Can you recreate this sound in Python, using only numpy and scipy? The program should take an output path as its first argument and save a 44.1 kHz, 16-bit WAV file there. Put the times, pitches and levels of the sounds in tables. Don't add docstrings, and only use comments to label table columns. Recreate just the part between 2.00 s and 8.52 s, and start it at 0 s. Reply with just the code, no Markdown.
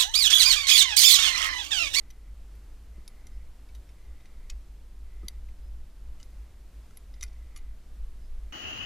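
import sys
import numpy as np
from scipy import signal
from scipy.fft import rfft, irfft, next_fast_len
from scipy.io import wavfile
from scipy.ndimage import uniform_filter1d, map_coordinates

SR = 44100
rng = np.random.default_rng(int(sys.argv[2]) if len(sys.argv) > 2 else 0)


def unload_wav(signal):
    wavfile.write(
        sys.argv[1],
        SR,
        np.round(np.clip(np.atleast_2d(signal).T, -1, 1) * 32767).astype(np.int16),
    )


N = 287708
TIME = np.arange(N) / SR


def amp(db):
    return 10 ** (np.asarray(db) / 20)


def unit(x):
    return x / np.sqrt(np.mean(x ** 2) + 1e-20)


def along(points, hz):
    freqs, values = np.transpose(points)
    return np.interp(np.log(hz + 1), np.log(freqs + 1), values)


def filtered(x, response):
    n = x.shape[-1]
    padded = next_fast_len(n + 8192)
    return irfft(rfft(x, padded) * response(np.fft.rfftfreq(padded, 1 / SR)), padded)[..., :n]


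def noise(colour, size):
    return unit(filtered(rng.standard_normal(size), lambda hz: amp(along(colour, hz))))


def wobble(rate):
    return map_coordinates(rng.standard_normal(int(N * rate / SR) + 4), [TIME * rate])


def add(track, start, sound):
    part = track[max(round(start * SR), 0):][:len(sound)]
    part += sound[:len(part)]


def swell(start, length, edge):
    return np.sin(np.pi / 2 * np.clip(np.minimum(TIME - start, start + length - TIME) / edge, 0, 1))


def unsteady(trend, flutter_db, rate):
    return amp(np.interp(TIME, *np.transpose(trend)) + flutter_db * wobble(rate))


# frequency in Hz, relative level in dB.
AIR_COLOUR = [(20, 0.5), (90, 22), (130, 16.5), (200, 13.5), (320, 10.5), (520, 6), (1000, 1.25),
              (1800, -1.5), (4000, -5), (8000, -8), (12500, -10.5), (15000, -14.5)]
# frequency in Hz, likeness (1 means the same).
EAR_LIKENESS = [(70, 1), (110, .9995), (150, 1), (300, 0.97), (600, 0.98), (2000, 0.92), (6000, 0.61),
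                (12000, 0.56)]

def air(drift_db=0.73):
    def width(hz):
        return np.arccos(np.clip(along(EAR_LIKENESS, hz), -1, 1)) / 2
    mid = filtered(noise(AIR_COLOUR, N), lambda hz: np.cos(width(hz)))
    side = filtered(noise(AIR_COLOUR, N), lambda hz: np.sin(width(hz)))
    return amp(-61 + drift_db * wobble(4.374)) * np.array([mid + side, mid - side])


# start in seconds, length in seconds, level in dB.
FROG_TRILLS = [(-.06, 0.39, -73), (0.897, 0.18, -70), (1.06, 0.43, -74.5), (1.915, 0.66, -73.5),
               (3.023, 0.38, -72.5), (4.178, 0.44, -77.5), (5.115, 0.65, -73.5), (6.417, .25, -71.5)]
# frequency in Hz, relative level in dB.
THROAT_COLOUR = [(900, -33), (1300, -6), (1650, -58), (1880, -5.5), (2050, 1.5), (2150, -6), (2400, -9),
                 (2700, -22), (4000, -39)]

def frogs(pulse_hz=45, depth=0.22, waver_db=1.5):
    calling = sum(amp(db) * swell(start, length, edge=0.089) for start, length, db in FROG_TRILLS)
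    pulses = 1 + depth * np.sin(2 * np.pi * pulse_hz * TIME + 2 * wobble(8.9))
    return calling * pulses * amp(waver_db * wobble(14)) * noise(THROAT_COLOUR, N)


# start in seconds, length in seconds, pitch in Hz, level in dB.
BIRD_PEEPS = [(1.306, 0.074, 5120, -73), (3.61, 0.096, 5050, -75), (6.2, 0.096, 5020, -73)]

def bird(waver_hz=35):
    out = np.zeros(N)
    for start, length, hz, db in BIRD_PEEPS:
        cycles = np.cumsum(hz + waver_hz * wobble(90)) / SR
        out += amp(db) * swell(start, length, edge=0.048) * np.sin(2 * np.pi * cycles)
    return out


def rumble(strength, colour, top_hz):
    raw = noise(colour, N)
    power = uniform_filter1d(np.abs(signal.hilbert(raw, next_fast_len(N))[:N]) ** 2, size=3000)
    even = unit(raw / np.sqrt(np.abs(power) + 0.025))
    return filtered(strength * even, lambda hz: 1 / np.sqrt(1 + (hz / top_hz) ** 20))


# time in seconds, relative level in dB.
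PRESSURE_TREND = [(0, -48), (2.4, -44), (4.6, -43), (5.35, -39.5), (5.75, -42.5), (6.15, -37), (6.52, -43)]
# frequency in Hz, relative level in dB.
PRESSURE_COLOUR = [(4, -23), (12, 9), (26, 1), (33, -14.5), (42, -28), (80, -26), (200, -90)]

def air_pressure():
    return rumble(unsteady(PRESSURE_TREND, flutter_db=4, rate=7.1), PRESSURE_COLOUR, top_hz=42.7)


# time in seconds, relative level in dB.
SHAKE_TREND = [(0, -45), (.9, -49), (2.2, -49.5), (3.7, -43), (4.7, -46), (5.8, -47.5), (6.52, -44)]
# time of the peak in seconds, relative level in dB.
BODY_JOLTS = [(1.38, -36.5), (1.77, -41), (2.1, -40), (2.549, -35), (3.03, -40.5), (3.22, -34.5),
              (3.37, -39), (4.09, -37), (4.4, -37.5), (5.25, -38.5), (6.031, -34.5), (6.46, -38.5)]
# frequency in Hz, relative level in dB.
MOUNT_COLOUR = [(25, -17.5), (38, -22.5), (46, -1), (54, 1.5), (59, -2), (65, -12.5), (78, -26), (130, -49),
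                (300, -87)]

def camera_mount(jolt_s=0.047):
    jolts = sum(amp(db) * np.exp(-((TIME - peak) / jolt_s) ** 2) for peak, db in BODY_JOLTS)
    shake = np.hypot(unsteady(SHAKE_TREND, flutter_db=3.5, rate=10), jolts)
    return rumble(shake, MOUNT_COLOUR, top_hz=67.7)


# start in seconds, relative level in dB.
ROCK_KNOCKS = [(0.98, -53), (3.232, -45.5), (3.242, -50.5)]
# pitch in Hz, relative level in dB, seconds to fade by 60 dB (t60).
KNOCK_TONES = [(115, -2, .07), (165, 1, 0.055), (211, -0.5, 0.066), (320, 4, 0.047), (425, -5, .03),
               (600, -14, .03), (1260, -8, 0.039)]

def rock_bumps(rise_s=0.0013):
    out, t = np.zeros(N), np.arange(SR // 6) / SR
    hz, tone_db, t60 = np.transpose(KNOCK_TONES)[:, :, None]
    for start, db in ROCK_KNOCKS:
        tones = amp(tone_db - 60 * t / t60) * np.sin(2 * np.pi * (hz * t + rng.random(hz.shape)))
        add(out, start, amp(db) * (1 - np.exp(-t / rise_s)) * tones.sum(0))
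    return out


# frequency in Hz, seconds to fade by 60 dB.
ECHO_TIMES = [(500, .25), (2000, 0.19), (5000, 0.41), (12000, 0.15)]

def cliff_echo(sound):
    hz, t, spectrum = signal.stft(rng.standard_normal((2, SR // 2)), SR, nperseg=256)
    fade = amp(-60 * t / along(ECHO_TIMES, hz)[:, None])
    tail = signal.istft(spectrum * fade, SR, nperseg=256)[1]
    return signal.fftconvolve(sound[None], tail / np.linalg.norm(tail[0]), axes=1)[:, :N]


BAND_EDGES = [1100, 2800, 4200, 5600, 6400, 9500, 13000]

def band_levels(level_db, ping_hz, body_db, sheen_db, tilt_db, ping_lift_db=6):
    edges = np.array(BAND_EDGES)
    middle = tilt_db * np.linspace(-1.5, 1.5, 4)
    holds_ping = (edges[:-1] <= ping_hz) & (ping_hz < edges[1:])
    return level_db + np.r_[body_db, middle, sheen_db] + ping_lift_db * holds_ping


def struck_spot(sound, band_db):
    out = np.zeros(len(sound))
    for low, high, db in zip(BAND_EDGES, BAND_EDGES[1:], band_db):
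        bandpass = signal.butter(4, [low, high], "bandpass", fs=SR, output="sos")
        band = signal.sosfiltfilt(bandpass, sound, padtype=None)
        out += amp(db) * band / np.sqrt(np.sum(band ** 2) / (SR / 100))
    return out


# frequency in Hz, relative level in dB.
CRACK_COLOUR = [(900, 1.5), (2000, -2), (5000, 10), (8000, -0.5), (12000, -8), (15000, -10)]

def clink(tones, scrape, t60, ping_hz, ping_db=5, spread_db=1.5, detune=0.0017,
          crack_db=2, crack_life=1.57, loose_db=-28, loose_t60=0.1, snap=0.62):
    t = np.arange(SR // 6) / SR
    hz, db, life = np.transpose(tones)[:, :, None]
    level_luck, pitch_luck, phase = rng.standard_normal((3, len(hz), 1))
    distance = np.abs(hz - ping_hz)
    db = db + ping_db * (distance == distance.min())
    since_scrape = np.maximum(t - scrape, 0)
    damped = amp(-60 * since_scrape / (t60 * life))
    lingering = amp(loose_db - 60 * since_scrape / (loose_t60 * life))
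    waves = np.sin(2 * np.pi * (hz * (1 + detune * pitch_luck) * t + phase))
    ring = amp(db + spread_db * level_luck) * (damped + lingering) * waves
    crack_fade = amp(-60 * since_scrape / (crack_life * t60))
    rattle = amp(loose_db - 60 * since_scrape / loose_t60)
    crack = amp(crack_db) * (crack_fade + rattle) * noise(CRACK_COLOUR, len(t))
    attack = np.minimum(snap + t / scrape * (1 - snap), 1)
    return attack * (ring.sum(0) + crack)


# frequency in Hz, relative level in dB.
SPLASH_COLOUR = [(6000, -34), (11500, 4), (13500, -2), (15000, -6)]

def treble_splash(scrape, t60):
    t = np.arange(SR // 20) / SR
    attack = np.minimum(t / scrape, 1)
    fade = amp(-60 * np.maximum(t - scrape, 0) / t60)
    return attack * fade * noise(SPLASH_COLOUR, len(t))


METAL_TONES = {"main": [(1420, -7.5, 2.1), (2077, 9, 1.2), (2450, -9, 3.9), (3110, -7, 1.6),
               (3740, -1, 1.3), (3980, -11, 0.83), (4320, -20, 3.9), (4700, -10, 0.79), (5100, 1, 0.96),
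               (5730, 6, 0.87), (6000, 9, 0.64), (6960, -15, 0.7), (7100, 1, 1.3), (8100, -6, 1),
               (9500, -22, 0.97), (10270, -1, 0.7), (10610, 3.5, 1.05), (11300, -6, 1.1), (12300, -17, 1)],
               "small": [(2043, -1, 1), (2450, -2.5, 0.49), (3070, -9, 1.3), (3810, -4, 1.8),
               (4600, -8, 0.92), (5100, -15, 1), (5440, -7, 1), (5830, -5, 0.9), (5990, 12, 0.84),
               (7160, -14, 1), (7670, -10.5, 1.1), (9600, -3, 1.1), (10600, -2, 0.8), (11830, 1, 1.4),
               (12500, 0, 1.8)], "thin": [(2263, -2, 2.5), (2590, -1, 1.4), (3720, 12, 1.1),
               (4550, -7, 2.5), (4750, 3, 0.62), (5200, -5, 1.2), (6060, 2, 0.92), (7980, -12, 1.2),
               (8800, -6, 1.2), (10830, -2, 2), (11930, -12, 1.5)], "heavy": [(2010, -11, 1.7),
               (2150, -8, 1.9), (2540, -6, 1.7), (3100, -6.5, 1.3), (3600, 1, 0.7), (4560, -2, 0.9),
               (5490, 3, 1.1), (6050, -2, 0.7), (6680, -1, 0.97), (6980, -1, 1.2), (7820, -2, 0.99),
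               (8300, -6, 0.9), (8740, -11, 1.1), (9950, -3, 1), (10600, -1, 1.2), (11280, -8, 1.4)],
               "gate": [(1450, -8, 1.2), (2040, 0, 2), (2400, -4, 1.2), (3200, -4, 0.91), (3730, 7, 1.3),
               (3920, 6, 0.91), (4690, 9, 0.66), (6020, 13, 0.78), (6700, -2, 0.8), (7250, 1, 1.1),
               (7850, -3, 1), (8700, -2, 0.98), (10600, 12, 0.8), (10580, 13.5, 0.74), (11950, 2, 1.2)],
               "ring": [(1200, -10, 1.3), (1560, -15, 1), (2100, -3, 1), (2400, -9, 0.85), (2914, -7, 1.3),
               (4460, 1, 0.9), (4800, -11, 0.9), (6000, -9, 0.78), (6880, -2, 2.5), (7760, -8, 0.85),
               (10440, 0, 1.3), (11300, -4, 0.8)], "hanger": [(1330, 5, 1.5), (2050, 4, 1), (2950, 2, 1.4),
               (4700, 10, 0.4), (6750, 5, 0.97), (7550, 8, 0.35), (8000, 5, 0.35), (10330, 3, 2.1),
               (11130, -2, 1.4), (11550, 1, 0.5)]}
# start in seconds, scrape in seconds, base ring time (t60) in seconds,
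# base level in dB, favoured pitch (ping) in Hz, extra dB in the lowest band (body),
# extra dB in the highest band (sheen), dB step between middle bands (tilt), the piece that rings.
TAPS = [(0.104, 0.0055, 0.017, -65, 6060, 3, -1, -1, "small"),
        (0.552, 0.002, 0.04, -82, 12050, 10, 5, 1, "small"),
        (1.078, 0.00082, 0.018, -60, 5200, -3.5, 6, -1, "thin"),
        (1.269, 0.0016, 0.022, -66.5, 6000, 0, 3.5, 0.5, "main"),
        (1.688, 0.001, 0.043, -78.5, 5200, 14, -8, -2.5, "thin"),
        (1.75, 0.0005, 0.041, -68, 3810, -1, 1, 0, "small"),
        (1.89, 0.001, 0.041, -77.5, 5490, 12, 0, -2, "heavy"),
        (2.205, 0.001, 0.03, -79, 2450, -1, -2, -5, "small"),
        (2.257, 0.00073, 0.026, -71.5, 2450, 0.5, -13, -1, "small"),
        (2.4978, 0.002, 0.038, -57, 4560, 4, -12, -1.5, "heavy"),
        (2.5004, 0.0009, 0.013, -55.5, 6680, -9, -6, 1, "heavy"),
        (3.283, 0.0014, 0.015, -51, 4700, -3.5, 1, -3, "gate"),
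        (3.284, 0.00074, 0.013, -56.5, 6000, -7, 9.5, -1, "gate"),
        (3.294, 0.001, 0.032, -74, 4690, 0, -8, -2, "gate"),
        (3.486, 0.005, 0.017, -83.5, 2040, 13, -6, -3, "small"),
        (4.2, 0.0006, 0.05, -68.5, 2950, 2, -7, 0, "hanger"),
        (4.212, 0.0008, 0.014, -78, 7550, 3, 0, 1.5, "hanger"),
        (4.229, 0.0005, 0.073, -79, 10330, 6, 2, 1, "hanger"),
        (4.2292, 0.0006, 0.012, -63.5, 5100, -6, -20, 1, "main"),
        (4.908, 0.002, 0.018, -77, 1330, 5, -8, 2, "hanger"),
        (4.9715, 0.00092, 0.019, -66.5, 11300, 3, 10.5, -1.5, "main"),
        (5.14, 0.0009, 0.036, -72, 5100, 4.5, -10, -3.5, "main"),
        (5.21, 0.00043, 0.027, -58.5, 3740, -1, -1.5, 0, "main"),
        (5.2251, 0.00065, 0.026, -56, 6000, 0, -7, 1, "heavy"),
        (5.2292, 0.0017, 0.011, -51, 5960, 6, -1.5, 3, "small"),
        (5.2356, 0.002, 0.016, -54.5, 5100, 6, 8, 0.5, "main"),
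        (5.245, 0.0043, 0.035, -73, 4560, 13, -4, 0, "gate"),
        (5.264, 0.002, 0.025, -77, 4560, 3, -8, 0, "heavy"),
        (5.277, 0.0056, 0.045, -74.5, 4560, -2, -4, -2, "heavy"),
        (5.329, 0.001, 0.03, -79, 4560, 4, -6, 2, "thin"),
        (5.561, 0.0043, 0.024, -59, 1250, -3.5, 1.5, 0.5, "ring"),
        (5.572, 0.005, 0.018, -65.5, 6880, 5, 9, 0.5, "ring"),
        (5.587, 0.00088, 0.03, -75, 6880, 9, -3, -4, "ring")]

def carabiners(splash_db=-9, lead_samples=128):
    out = np.zeros(N)
    for start, scrape, t60, level_db, ping_hz, body_db, sheen_db, tilt_db, piece in TAPS:
        band_db = band_levels(level_db, ping_hz, body_db, sheen_db, tilt_db)
        tap = clink(METAL_TONES[piece], scrape, t60, ping_hz)
        tap = np.pad(tap, (lead_samples, 0))
        add(out, start - lead_samples / SR, struck_spot(tap, band_db))
        add(out, start, amp(max(band_db[:-1]) + splash_db) * treble_splash(scrape, t60))
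    return out * 1.0


def scene():
    metal = carabiners()
    echo = amp(-33) * cliff_echo(metal)
    camera = amp(-1.5) * (air_pressure() + camera_mount())
    return metal + echo + camera + rock_bumps() + air() + frogs() + bird()


def record(dry, top_hz=15350):
    return filtered(dry, lambda hz: hz < top_hz)


dry = scene()
out = record(dry)
unload_wav(out)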